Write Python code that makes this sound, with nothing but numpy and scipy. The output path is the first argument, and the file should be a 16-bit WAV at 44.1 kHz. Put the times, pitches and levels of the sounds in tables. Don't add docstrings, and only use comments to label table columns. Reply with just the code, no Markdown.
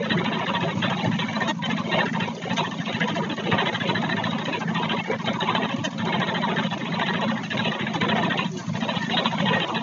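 import sys
import numpy as np
from scipy import signal
from scipy.fft import rfft, irfft, next_fast_len
from scipy.io import wavfile
from scipy.ndimage import uniform_filter1d

SR = 44100
rng = np.random.default_rng(int(sys.argv[2]) if len(sys.argv) > 2 else 0)


def boost(x):
    u = np.asarray(x, float) / 20
    return 10 ** u


def materialize(psi):
    bounded = np.clip(np.atleast_2d(psi).T, -1, 1)
    quanta = np.round(bounded * 32767).astype(np.int16)
    wavfile.write(sys.argv[1], SR, quanta)


N = 433062
EDGE_HZ = 4040
UPPER_HZ = 2350
SAME_FIRING_S = .02


def unit(x):
    return x / np.sqrt(np.mean(x ** 2) + 1e-20)


def along(points, hz):
    f, db = np.transpose(points)
    return boost(np.interp(np.log(hz + 1), np.log(f + 1), db))


def curve(s, db):
    return boost(np.interp(np.arange(N) / SR, s, db))


def filtered(x, response):
    m = next_fast_len(N + SR // 2)
    return irfft(rfft(x, m) * response(np.fft.rfftfreq(m, 1 / SR)), m)[:N]


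def band_gain(x, gain, low_hz, high_hz):
    return x + (gain - 1) * filtered(x, lambda f: (f > low_hz) * (f < high_hz))


def rings(modes, f):
    total = 0
    for k, (centre, width, db) in enumerate(modes):
        damping = 1j * f * width
        total = total + (-1) ** k * boost(db) * damping / (centre * centre - f * f + damping)
    return total


def smooth_noise(size):
    once = uniform_filter1d(rng.standard_normal(N), size=size)
    return unit(uniform_filter1d(once, size=size))


def tiles(shape, size):
    values = np.clip(rng.standard_normal((shape[0] // size + 1, shape[1])), -3, 1)
    return np.repeat(values, size, axis=0)[:shape[0]]


def patchy(patchy_db):
    z = signal.stft(rng.standard_normal(N + SR), nperseg=2048)[2]
    z = z * boost(patchy_db * tiles(z.shape, size=14))
    return unit(signal.istft(z, nperseg=2048)[1][:N])


def played(s, db, shape, scatter_db):
    size = boost(db + scatter_db * np.clip(rng.standard_normal(len(s)), -2, 1.5))
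    hits = np.bincount(np.round(s * SR).astype(int), size, N + SR)
    return signal.fftconvolve(hits, shape)[:N]


def fall(rise, t60):
    t = np.arange(SR // 8) / SR
    return boost(-60 * t / t60) * (1 - np.exp(-t / rise))


# time in seconds, firings so far [count].
CRANK_TURNS = [(0.0275, 0), (0.6819, 9), (1.3327, 18), (1.9872, 27), (2.6395, 36), (3.2962, 45),
               (3.9472, 54), (4.6029, 63), (5.2603, 72), (5.909, 81), (6.5622, 90), (7.2115, 99),
               (7.8662, 108), (8.5192, 117), (9.1695, 126), (9.748, 134)]


def firing_times():
    s, count = np.transpose(CRANK_TURNS)
    return np.interp(np.arange(count[-1] + 1), count, s)


# start in seconds, load in dB, easing in seconds.
SHEAF_BITES = [(0.1, 5.5, 0.31), (0.537, 0.5, 0.035), (0.827, 6, 0.024), (1.333, 2.5, 0.2),
               (1.914, 9.5, 0.14), (2.204, 3, 0.059), (2.567, 8, 0.027), (2.858, 1.5, 0.11),
               (3.004, 3.5, 0.1), (3.513, 6, 0.57), (4.749, 3.5, 0.41), (5.261, 1.5, 0.06),
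               (5.404, 10, 0.13), (6.054, 4, 0.04), (6.127, 4, 0.69), (6.995, 4, 0.084), (7.14, 2.5, 0.033),
               (7.575, 3.5, 0.19), (8.011, 6, 0.35), (8.88, 1.5, 0.096), (9.168, 4, 0.57),
               (9.459, 3.5, 0.21), (9.603, 1.5, 0.11)]
# start in seconds, load in dB, length in seconds.
LIGHT_RUNS = [(0.754, -11, 0.07), (1.26, -4.5, 0.07), (1.551, -9.5, 0.07), (1.842, -6.5, 0.07),
              (2.06, -4, 0.07), (2.277, -8.5, 0.15), (2.712, -2, 0.15), (3.223, -2, 0.22),
              (3.73, -7.5, 0.07), (4.384, -5.5, 0.07), (4.968, -1.5, 0.15), (5.187, -0.5, 0.07),
              (5.332, -6, 0.15), (5.765, -4.5, 0.07), (5.909, -10, 0.07), (6.634, -2, 0.29),
              (7.357, -3, 0.15), (8.447, -8.5, 0.29), (8.519, -3.5, 0.07), (8.736, -2.5, 0.07),
              (9.025, -3.5, 0.07), (9.676, -6, 0.07)]


def strength(odd, usual_db=0, db_per_load_db=0):
    s = firing_times()
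    load_db = np.zeros(len(s))
    for at, db, easing in SHEAF_BITES:
        load_db += db * np.exp(-np.abs(s - at) / easing) * (s > at - SAME_FIRING_S)
    for at, db, length in LIGHT_RUNS:
        load_db += db * (s > at - SAME_FIRING_S) * (s < at + length - SAME_FIRING_S)
    odd_db = sum(db * (np.abs(s - at) < SAME_FIRING_S) for at, db in odd)
    return usual_db + db_per_load_db * load_db + odd_db


def bursts(contacts, firing_db, rise, scatter_db):
    s = firing_times()
    total = np.zeros(N)
    for late, db, t60 in contacts:
        play = .002 * rng.standard_normal(len(s)) - .004
        total += played(s + late + play, firing_db + db, fall(rise, t60), scatter_db)
    return total


# frequency in Hz, level in dB per Hz.
CRACKLE_SPECTRUM = [(300, -30), (500, 0.5), (2500, -3), (4000, -8), (4300, -40.5)]


def swish():
    clumps = boost(3.3 * unit(uniform_filter1d(rng.standard_normal(N), size=40)))
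    grains = clumps * rng.standard_normal(N)
    return boost(-54) * unit(filtered(grains, lambda f: along(CRACKLE_SPECTRUM, f)))


# delay after firing in seconds, level in dB, t60 in seconds.
VALVE_TICKS = [
    (0, 16, 0.032),
    (.017, -2.5, 0.11),
    (.03, -3, .06),
]
# frequency in Hz, level in dB per Hz.
TOP_SPECTRUM = [(2440, -41.5), (4150, -13), (4210, -5), (5160, -12), (6160, -6.5), (6530, -5), (6860, -11),
                (7290, -24.5), (8000, -51), (10400, -81.5), (17600, -120)]
# time in seconds, level in dB.
HISS_LEVEL = [(0.0, -56.5), (1.39, -51), (1.69, -62.5), (1.89, -51), (2.82, -53), (4.67, -55), (5.8, -55),
              (6.21, -56), (6.73, -53.5), (7.19, -56), (7.57, -51.5), (7.9, -57), (8.42, -53),
              (8.61, -51.5), (9.33, -50), (9.82, -56.5)]
# start in seconds, peak in dB, # t60 in
# seconds.
BRIGHT_CRACKS = [(0.448, -36, 0.056), (0.7803, -38, 0.21), (1.025, -38.5, 0.058), (1.202, -55, 0.24),
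                 (1.477, -20, 0.06), (1.648, -27.5, 0.13), (1.695, -34, 0.078), (1.7863, -25, 0.059),
                 (2.121, -38, 0.12), (2.529, -29, 0.13), (2.566, -14, 0.039), (3.077, -23.5, 0.07),
                 (3.1524, -24.5, 0.088), (3.73, -34.5, 0.12), (3.877, -35, 0.095), (4.441, -30, 0.11),
                 (4.589, -28.5, 0.057), (5.265, -34, 0.049), (5.8387, -15.5, 0.085), (6.7086, -50.5, 0.1),
                 (7.0665, -45, 0.078), (7.432, -25, 0.054), (7.5018, -37, 0.14), (7.9383, -25, 0.022),
                 (8.157, -36, 0.12), (8.567, -26.5, 0.21), (8.76, -35, 0.12), (9.01, -36, 0.092),
                 (9.095, -38.5, 0.1), (9.6764, -37, 0.11)]


def top_band():
    level = boost(-3.0) * curve(*np.transpose(HISS_LEVEL))
    level += bursts(VALVE_TICKS, -57, rise=.005, scatter_db=5)
    for s, db, t60 in BRIGHT_CRACKS:
        level += played(np.array([s]), db - 14, fall(.005, t60), scatter_db=0)
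    return level * unit(filtered(patchy(4), lambda f: along(TOP_SPECTRUM, f) * (f > EDGE_HZ)))


# start in seconds, length in
# seconds, pitch in Hz, level in dB.
LOOSE_PARTS = [(1.4, 0.036, 1830, -28.5), (1.4, 0.046, 1820, -30), (9, 0.046, 1800, -29.5),
               (-.005, 0.023, 464, -22.5), (1.588, 0.032, 968, -31), (8.58, 0.052, 913, -40.5),
               (9, .05, 938, -35.5), (1.2, 0.063, 2300, -34), (1.4, 0.028, 1950, -34),
               (1.7, 0.022, 1000, -33), (5, 0.032, 2170, -32.5), (8.5, 0.11, 366.3, -33),
               (8.577, 0.043, 1587, -40), (9, 0.077, 1820, -35.5)]
# start in seconds, length in seconds, pitch in Hz, level in dB.
HOOD_PANELS = [(-0.0, 0.046, 568, -25), (0.469, 0.035, 1069, -30), (0.544, 0.039, 1131, -28.5),
               (0.544, 0.071, 941, -26), (0.634, 0.035, 553, -30.5), (0.813, 0.03, 2710, -30),
               (1.043, 0.044, 870, -26), (1.781, 0.031, 1060, -28), (1.916, 0.034, 1840, -25),
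               (1.921, 0.028, 913, -26), (1.976, 0.026, 2200, -23.5), (2.145, 0.049, 910, -29),
               (2.19, 0.03, 900, -28), (3.033, 0.033, 482, -26), (3.048, 0.065, 979, -28),
               (3.153, 0.04, 679, -24.5), (3.158, 0.019, 976, -27), (3.218, 0.035, 453, -28.5),
               (3.507, 0.035, 446, -26.5), (3.512, 0.068, 1185, -30), (3.512, 0.054, 744, -28.5),
               (3.517, 0.055, 935, -27.5), (3.582, 0.035, 3150, -32), (4.744, 0.12, 975, -26),
               (5.108, 0.045, 970, -28.5), (5.468, 0.04, 877, -28), (5.542, 0.04, 877, -30.5),
               (5.832, 0.028, 648, -29.5), (6.011, 0.066, 862, -31), (6.116, 0.038, 2144, -28.5),
               (6.191, 0.065, 999, -31.5), (6.196, 0.03, 805, -28.5), (6.301, 0.055, 900, -27),
               (6.435, 0.03, 1090, -30.5), (6.47, 0.035, 933, -26.5), (6.56, 0.022, 1800, -28.5),
               (6.58, 0.023, 980, -32), (7.204, 0.035, 1865, -31), (8.012, 0.06, 474, -29),
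               (8.017, 0.045, 1026, -24), (8.156, 0.064, 878, -30), (9.179, 0.032, 986, -29.5),
               (9.319, 0.039, 926, -25.5), (9.414, 0.045, 560, -27.5), (9.449, 0.045, 880, -25.5),
               (9.468, 0.097, 993, -28), (9.528, 0.037, 1905, -29.5), (9.563, 0.051, 527, -28.5),
               (9.598, 0.051, 3180, -29.5), (9.678, 0.044, 965, -33.5)]


def singing():
    sag_per_s = 1.23
    out = np.zeros(N + SR)
    for s, length, hz, db in list(LOOSE_PARTS) + list(HOOD_PANELS):
        t = np.arange(round(length * SR)) / SR
        bent_t = t + sag_per_s * t * (length - t) / 2
        tone = np.sin(np.pi * t / length) * np.sin(2 * np.pi * hz * bent_t)
        out[round(max(s, 0) * SR):][:len(t)] += boost(db) * tone
    return boost(1.5) * out[:N]


# delay after firing in seconds, level in dB, pitch in Hz,
# rise in seconds, direction (push +1 or pull -1).
EXHAUST_PUFFS = [
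    (.0115, -8, 215, .004, 1),
    (.0158, -3, 165, .005, 1),
    (.0365, -3, 208, .003, -1),
    (.0537, 0, 208, .003, 1),
    (.06, -8, 170, .006, 1),
    (.015, -10, 118, .008, 1),
]
# frequency in Hz, width in Hz, level in dB.
PIPE_MODES = [
    (166, 16, -2),
    (222, 16, 0),
]
# frequency in Hz, level in dB per Hz.
RUMBLE_SPECTRUM = [(60, -45.5), (100, 2.5), (170, -2), (230, 2), (300, 0), (500, -40.5)]
# time in seconds, level over the rule in dB.
ODD_THUMPS = [(0.391, -7), (0.609, 4.5), (0.682, -3), (0.754, 8), (1.043, 4.5), (1.116, 5.5), (1.478, 6.5),
              (1.551, 7.5), (1.696, 7.5), (2.35, -7.5), (2.495, 7), (3.658, -6), (3.803, -4), (4.02, 1.5),
              (4.53, -6.5), (5.26, 0.5), (5.404, -5.5), (5.982, 1), (6.562, 2), (6.634, 4.5), (7.284, 6.5),
              (7.721, -10.5), (8.447, 8.5), (9.386, 7), (9.603, -6.5), (9.676, -8)]


def exhaust():
    s = firing_times()
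    level_db = strength(ODD_THUMPS, usual_db=-30.5, db_per_load_db=0.33)
    t = np.arange(SR // 10) / SR
    gas = np.zeros(N)
    for late, db, hz, rise, way in EXHAUST_PUFFS:
        puff = t / rise * np.exp(1 - t / rise) * np.sin(2 * np.pi * hz * t)
        gas += way * played(s + late, level_db + db, puff, scatter_db=1.5)
    rumble = unit(filtered(patchy(3), lambda f: along(RUMBLE_SPECTRUM, f)))
    gas += boost(-9) * curve(s + .035, level_db) * rumble
    return boost(3.5) * filtered(gas, lambda f: 1 + np.abs(rings(PIPE_MODES, f)))


# delay after firing in seconds, level in dB, t60 in seconds.
COVER_BLOWS = [
    (.002, 0.72, 0.33),
    (.016, -0.55, 0.05),
    (.028, 0.82, 0.26),
]
# frequency in Hz, width in Hz, level in dB.
COVER_MODES = [(366, 47.3, 0.5), (465, 50, -6), (546.7, 31, -1), (667.6, 51, -2.5), (788, 57, -5.5),
               (867.5, 33, -1.5), (965, 23.2, 2), (1030, 38, -1.5), (1128, 157, -5)]
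# time in seconds, level over the rule in dB.
ODD_CLANGS = [(0.028, 3), (0.464, 6), (0.536, 4), (0.609, 3.5), (0.754, 10.5), (0.971, -8), (1.116, -12),
              (1.478, 5), (1.551, 10.5), (1.987, -7), (2.06, -13), (2.931, -4.5), (3.15, 4), (3.513, 5),
              (3.875, -1.5), (4.53, -2.5), (5.332, 8), (5.909, 4), (6.562, 4.5), (6.995, -3.5),
              (7.357, 5.5), (7.43, -3), (7.648, -2), (7.866, -7.5), (8.591, 3), (9.676, 7)]


def casing():
    level_db = strength(ODD_CLANGS, usual_db=-32.5, db_per_load_db=1.18)
    shake = bursts(COVER_BLOWS, level_db, rise=.004, scatter_db=1.5) * patchy(3)
    return boost(14.0) * filtered(shake, lambda f: rings(COVER_MODES, f))


# frequency in Hz, level in dB per Hz.
STRAW_SPECTRUM = [(250, -25), (350, 0.5), (1000, 10.5), (1450, -28), (2200, 2.5), (3300, -12.5),
                  (4000, -19)]
# frequency in Hz, width in Hz, level in dB.
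DRUM_MODES = [(335, 89, 3.5), (537.5, 35, 9), (604, 21, -6), (976, 170, 4), (2200, 37, -18), (2806, 330, 0),
              (3770, 210, -6), (4019, 49, -1.5)]
# time in seconds, level over the rule in dB.
ODD_TUFTS = [(0.754, 11), (0.971, 7), (1.26, 7), (1.478, -5.5), (1.551, 7), (1.769, -4.5), (1.842, 14.5),
             (1.987, -3.5), (2.06, -14), (2.35, 7.5), (2.422, 5.5), (2.858, 6.5), (3.15, -5.5), (3.441, 10),
             (4.093, -4), (4.603, -8), (4.676, 2.5), (4.895, 0.5), (4.968, -9), (5.041, 12.5), (5.114, 2.5),
             (5.187, 4), (5.837, -11), (6.344, -6), (6.417, 1), (6.995, 1.5), (8.447, -3), (8.519, 9),
             (9.097, 12), (9.386, 2.5)]


def straw():
    spikes = boost(1.2 * unit(uniform_filter1d(rng.standard_normal(N), size=64)))
    beating = patchy(5) * spikes
    rattle = filtered(beating, lambda f: along(STRAW_SPECTRUM, f) + 1.42 * rings(DRUM_MODES, f))
    level_db = strength(ODD_TUFTS, usual_db=-35, db_per_load_db=1.23)
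    return boost(-3) * curve(firing_times() + 0.051, level_db) * unit(rattle)


# time in seconds, peak in dB.
STALK_WHIPS = [(0.029, -17.5), (0.109, -17.5), (0.115, -11.5), (0.467, -13), (0.556, -12), (0.608, -18),
               (0.826, -10), (1.115, -23), (1.19, -14), (1.482, -14.5), (1.7, -13.5), (1.917, -13),
               (1.93, -13.5), (1.99, -8), (2.061, -14), (2.135, -23.5), (2.207, -14), (2.566, -13),
               (2.86, -22), (3.078, -17.5), (3.152, -17.5), (3.167, -15.5), (3.397, -16.5), (3.515, -8),
               (3.583, -6.5), (3.801, -15), (3.877, -13.5), (3.946, -12), (4.092, -15), (4.168, -15.5),
               (4.181, -15), (4.238, -13.5), (4.677, -22.5), (5.044, -26), (5.258, -15), (5.407, -13.5),
               (5.55, -12.5), (5.843, -14.5), (6.126, -10), (6.48, -17.5), (6.711, -21), (6.996, -9.5),
               (7.066, -12), (7.136, -14), (7.571, -11), (7.719, -17.5), (7.868, -19.5), (7.941, -15.5),
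               (8.014, -13), (8.086, -15.5), (8.305, -13.5), (8.752, -16.5), (8.89, -14), (9.097, -15.5),
               (9.169, -10), (9.257, -11), (9.313, -17), (9.403, -11), (9.531, -8.5), (9.602, -8)]


def whips():
    s, db = np.transpose(STALK_WHIPS)
    blows = np.bincount(np.round(s * SR).astype(int), boost(db), N)
    bare_blow = boost(-19.0)
    return boost(15) * filtered(blows, lambda f: rings(DRUM_MODES, f) + boost(7.5) * rings(BLOCK_MODES, f)
                              + bare_blow * (f > 400))


# delay after firing in seconds, level in dB, t60 in seconds.
BLOCK_KNOCKS = [
    (0, 7, 0.062),
    (.0165, 1, 0.11),
    (.029, -11, .08),
]
# frequency in Hz, width in Hz, level in dB.
BLOCK_MODES = [(1346, 18, -11.5), (1617, 156, -0.5), (1788.5, 49, 2), (1869, 36.6, 4.5), (2072, 170, -9.5),
               (2509, 15, -1), (2699, 92, -9.5), (2760, 37, -4), (3122, 220, -11.5), (3425, 53, -3.5),
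               (3870, 380, -20.5), (3660, 5.7, -7.5)]
# time in seconds, level over the rule in dB.
KNOCK_CYCLES = [(1.043, 0.5), (1.188, 6.5), (1.842, -6), (1.914, -8.5), (2.495, 7), (2.712, -3), (2.931, 2),
                (3.296, 4.5), (3.73, 11), (4.093, 0), (4.384, 6.5), (5.477, -6.5), (5.909, 5.5), (6.054, -11),
                (6.49, -4.5), (6.562, 0), (6.779, 4), (7.067, 2.5), (7.43, 3.5), (8.229, 2), (8.447, 10.5),
                (8.519, 5.5), (8.736, 1.5), (9.025, 7), (9.314, -4), (9.386, -5), (9.676, -8.5), (9.748, 6)]


def knock():
    level_db = strength(KNOCK_CYCLES, usual_db=-31.5, db_per_load_db=1.565)
    shake = bursts(BLOCK_KNOCKS, level_db, rise=.004, scatter_db=1.5) * patchy(4)
    return boost(14.0) * filtered(shake, lambda f: rings(BLOCK_MODES, f) + boost(-13.0) * (f > 1250))


def odd_cycles(x, odd, late_s, low_hz, high_hz):
    return band_gain(x, curve(firing_times() + late_s, strength(odd)), low_hz, high_hz)


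def each_cycle(x, peak, depth_db, low_hz, high_hz):
    s, count = np.transpose(CRANK_TURNS)
    turn = np.interp(np.arange(N) / SR, s, count)
    swell = boost(depth_db * np.cos(2 * np.pi * (turn - peak)))
    return band_gain(x, unit(swell), low_hz, high_hz)


# time in seconds, upper rattle in dB.
COLOURED_CYCLES = [(0.173, -6.5), (1.769, 3), (2.06, -3), (2.132, -5), (2.785, 3), (3.004, -3.5),
                   (3.223, -4.5), (3.875, 4), (4.53, 5), (4.603, -0.5), (4.676, -12), (5.041, -1),
                   (5.114, -13), (6.706, 6), (6.779, -2.5), (7.502, 3), (7.648, 7), (8.011, -3.5),
                   (8.447, 8.5), (8.88, 2.5), (8.953, 5), (9.169, 5)]
# time in seconds, level in dB.
BLOCK_CYCLES = [(0.318, -3), (0.536, 1.5), (0.971, -1), (1.043, 4), (1.116, 1), (1.26, 4), (1.624, 2.5),
                (2.06, 7.5), (2.132, -3), (2.35, -2.5), (2.422, 4), (2.567, -6), (2.639, -3.5),
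                (2.931, -2.5), (4.093, 5), (4.166, 0), (4.749, -2.5), (4.968, -3.5), (5.041, 8.5),
                (5.404, -5.5), (5.765, -6), (6.127, 2), (6.199, -1), (6.562, 5.5), (6.706, 0), (7.284, 0),
                (7.43, 5.5), (7.648, -5.5), (8.519, -7.5), (8.736, -2), (8.953, -5), (9.242, -6),
                (9.748, -7.5)]
# time in seconds, level in dB.
FRAME_CYCLES = [(0.1, 3.5), (0.754, 6), (0.899, -4), (1.043, 5.5), (1.624, -0.5), (1.769, 3.0), (2.06, 3),
                (2.132, 1), (2.35, 9), (2.567, -6), (2.712, 4), (3.15, 2), (3.296, 5.5), (3.586, -5.5),
                (3.947, 1), (4.457, 4.5), (4.749, -2.5), (4.968, 1.5), (5.404, -1.5), (5.477, -5.5),
                (5.693, -2), (5.837, -0.5), (6.417, 1), (6.779, 5.5), (6.851, 0), (7.067, -2.5), (7.502, 6),
                (7.939, 2), (8.736, 4.5), (9.314, -5), (9.459, -2.5), (9.748, -3.5)]


def scene():
    machine = exhaust() + casing() + straw() + whips() + knock()
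    machine = odd_cycles(machine, COLOURED_CYCLES, 0.0073, UPPER_HZ, SR)
    machine = odd_cycles(machine, BLOCK_CYCLES, .03, 1350, UPPER_HZ)
    machine = odd_cycles(machine, FRAME_CYCLES, .03, 290, 650)
    machine = each_cycle(machine, .33, 3.5, 0, 135)
    machine = each_cycle(machine, .36, 2.3, UPPER_HZ, EDGE_HZ)
    machine = each_cycle(machine, .25, 1.5, 700, 1300)
    return (filtered(machine, lambda f: f < EDGE_HZ) + top_band())[None]


# frequency in Hz, level in dB.
MICROPHONE_RESPONSE = [(20, -31.5), (50, -32), (70, -11), (85, -10), (110, -2.5), (8000, 0.5)]


def microphone(x, share=1, top_hz=SR):
    return filtered(x, lambda f: along(MICROPHONE_RESPONSE, f) ** share * (f < top_hz))


# start in seconds, end in seconds, depth in dB.
DUCKED_MOMENTS = [(1.513, 1.604, -13), (2.29, 2.9, -2), (3.357, 3.346, -10.5), (5.014, 5.08, -8),
                  (5.168, 5.23, -8.5), (5.895, 5.9, -6.5), (6.679, 6.701, -10), (6.786, 6.79, -9.5),
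                  (7.441, 7.497, -5.5), (8.466, 8.54, -8.5), (8.7, 8.72, -2.5), (3.699, 3.72, -7),
                  (9.058, 9.055, -9)]


def suppressor(x, contrast, patchy_db):
    seconds = np.arange(N) / SR
    duck_db = np.zeros(N)
    for a, b, db in DUCKED_MOMENTS:
        corners = np.sort([a - .004, a + 0.0023, b - .004, b + 0.025])
        duck_db += db * np.interp(seconds, corners, [0, 1, 1, 0])
    hz, _, z = signal.stft(x, SR, nperseg=1408)
    hz = hz[:, None]
    power = np.abs(z) ** 2 + 1e-14
    share = power / np.abs(uniform_filter1d(power, size=13, axis=0))
    gain = np.minimum(share, 3) ** (contrast * (hz > 140))
    gain = gain * boost(patchy_db * np.clip(hz / 500, .62, 1) * tiles(z.shape, size=13))
    main = signal.istft(z * gain * (hz < EDGE_HZ), SR, nperseg=1408)[1][:N]
    duck = boost(duck_db)
    spared_bass = 0.26 * (1 - duck) * filtered(main, lambda f: f < 300)
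    return duck * main + spared_bass + filtered(x, lambda f: f >= EDGE_HZ)


# start in seconds, length in seconds, repeat rate in Hz.
BUZZING_FRAMES = [
    (1.335, .04, 235),
    (4.335, .035, 250),
    (1.472, .055, 311),
    (1.64, .035, 256),
    (1.695, .035, 428),
    (2.56, .04, 228),
    (4.585, .035, 264),
    (5.83, .045, 306),
    (7.94, .035, 432),
]


def looped(x, feedback):
    y = x.copy()
    for s, length, hz in BUZZING_FRAMES:
        part = slice(round(s * SR), round((s + length) * SR))
        frame = x[part]
        loop = np.r_[1, np.zeros(round(SR / hz) - 1), -feedback]
        comb = signal.lfilter([1], loop, frame * signal.windows.tukey(len(frame), .2))
        fade = np.sqrt(np.hanning(len(comb)))
        y[part] = (1 - fade) * frame + fade * unit(comb) * np.std(frame)
    return y


def hush():
    t = np.arange(N) / SR
    s = np.sort(np.transpose(STALK_WHIPS)[0])
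    ahead = np.r_[s, np.inf][np.searchsorted(s, t)] - t
    return boost(-1 * np.exp(-ahead / 0.035))


def pulsed(x, depth_db, low_hz):
    band = lambda f: (f > low_hz) * (f < EDGE_HZ)
    clumps = unit(boost(depth_db * smooth_noise(120)))
    return x + filtered((clumps * hush() - 1) * filtered(x, band), band)


# time in seconds, level in dB.
BASS_CYCLES = [(0.246, -3.5), (0.318, -3.5), (0.754, -2.5), (0.899, 6.5), (1.188, -11.5), (1.333, -13.5),
               (1.478, -15), (1.696, -10), (1.842, -15), (2.06, -11), (2.495, -11), (3.296, -1.5),
               (5.114, 5.5), (5.26, 4.5), (5.621, 3.5), (5.693, -6.5), (5.765, 11), (5.837, -9.5),
               (5.909, -5), (6.851, -13.5), (6.995, -6), (7.284, -5.5), (7.502, 6), (7.721, -12),
               (7.939, 5.5), (8.664, 6.5), (9.242, -6), (9.386, -5.5), (9.676, 8.5)]


def gated(x, depth_db, top_hz):
    flutter = boost(2.75 + depth_db * smooth_noise(2600))
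    gain = flutter * curve(firing_times() + 0.046, strength(BASS_CYCLES))
    return x + (gain - 1) * filtered(x, lambda f: 1 / (1 + (f / top_hz) ** 6))


def band_limit(x):
    return signal.sosfilt(signal.butter(12, 8210, fs=SR, output="sos"), x)


def record(dry):
    x = suppressor(microphone(dry[0]), contrast=.45, patchy_db=4.8)
    x = looped(x + swish() + singing(), feedback=.85)
    x = pulsed(x, depth_db=1.5, low_hz=500)
    x = gated(x, depth_db=2.5, top_hz=135)
    x = microphone(x, share=.5, top_hz=8100) + boost(-99.5) * rng.standard_normal(N)
    return band_limit(x[None])


dry = scene()
out = record(dry)
materialize(out)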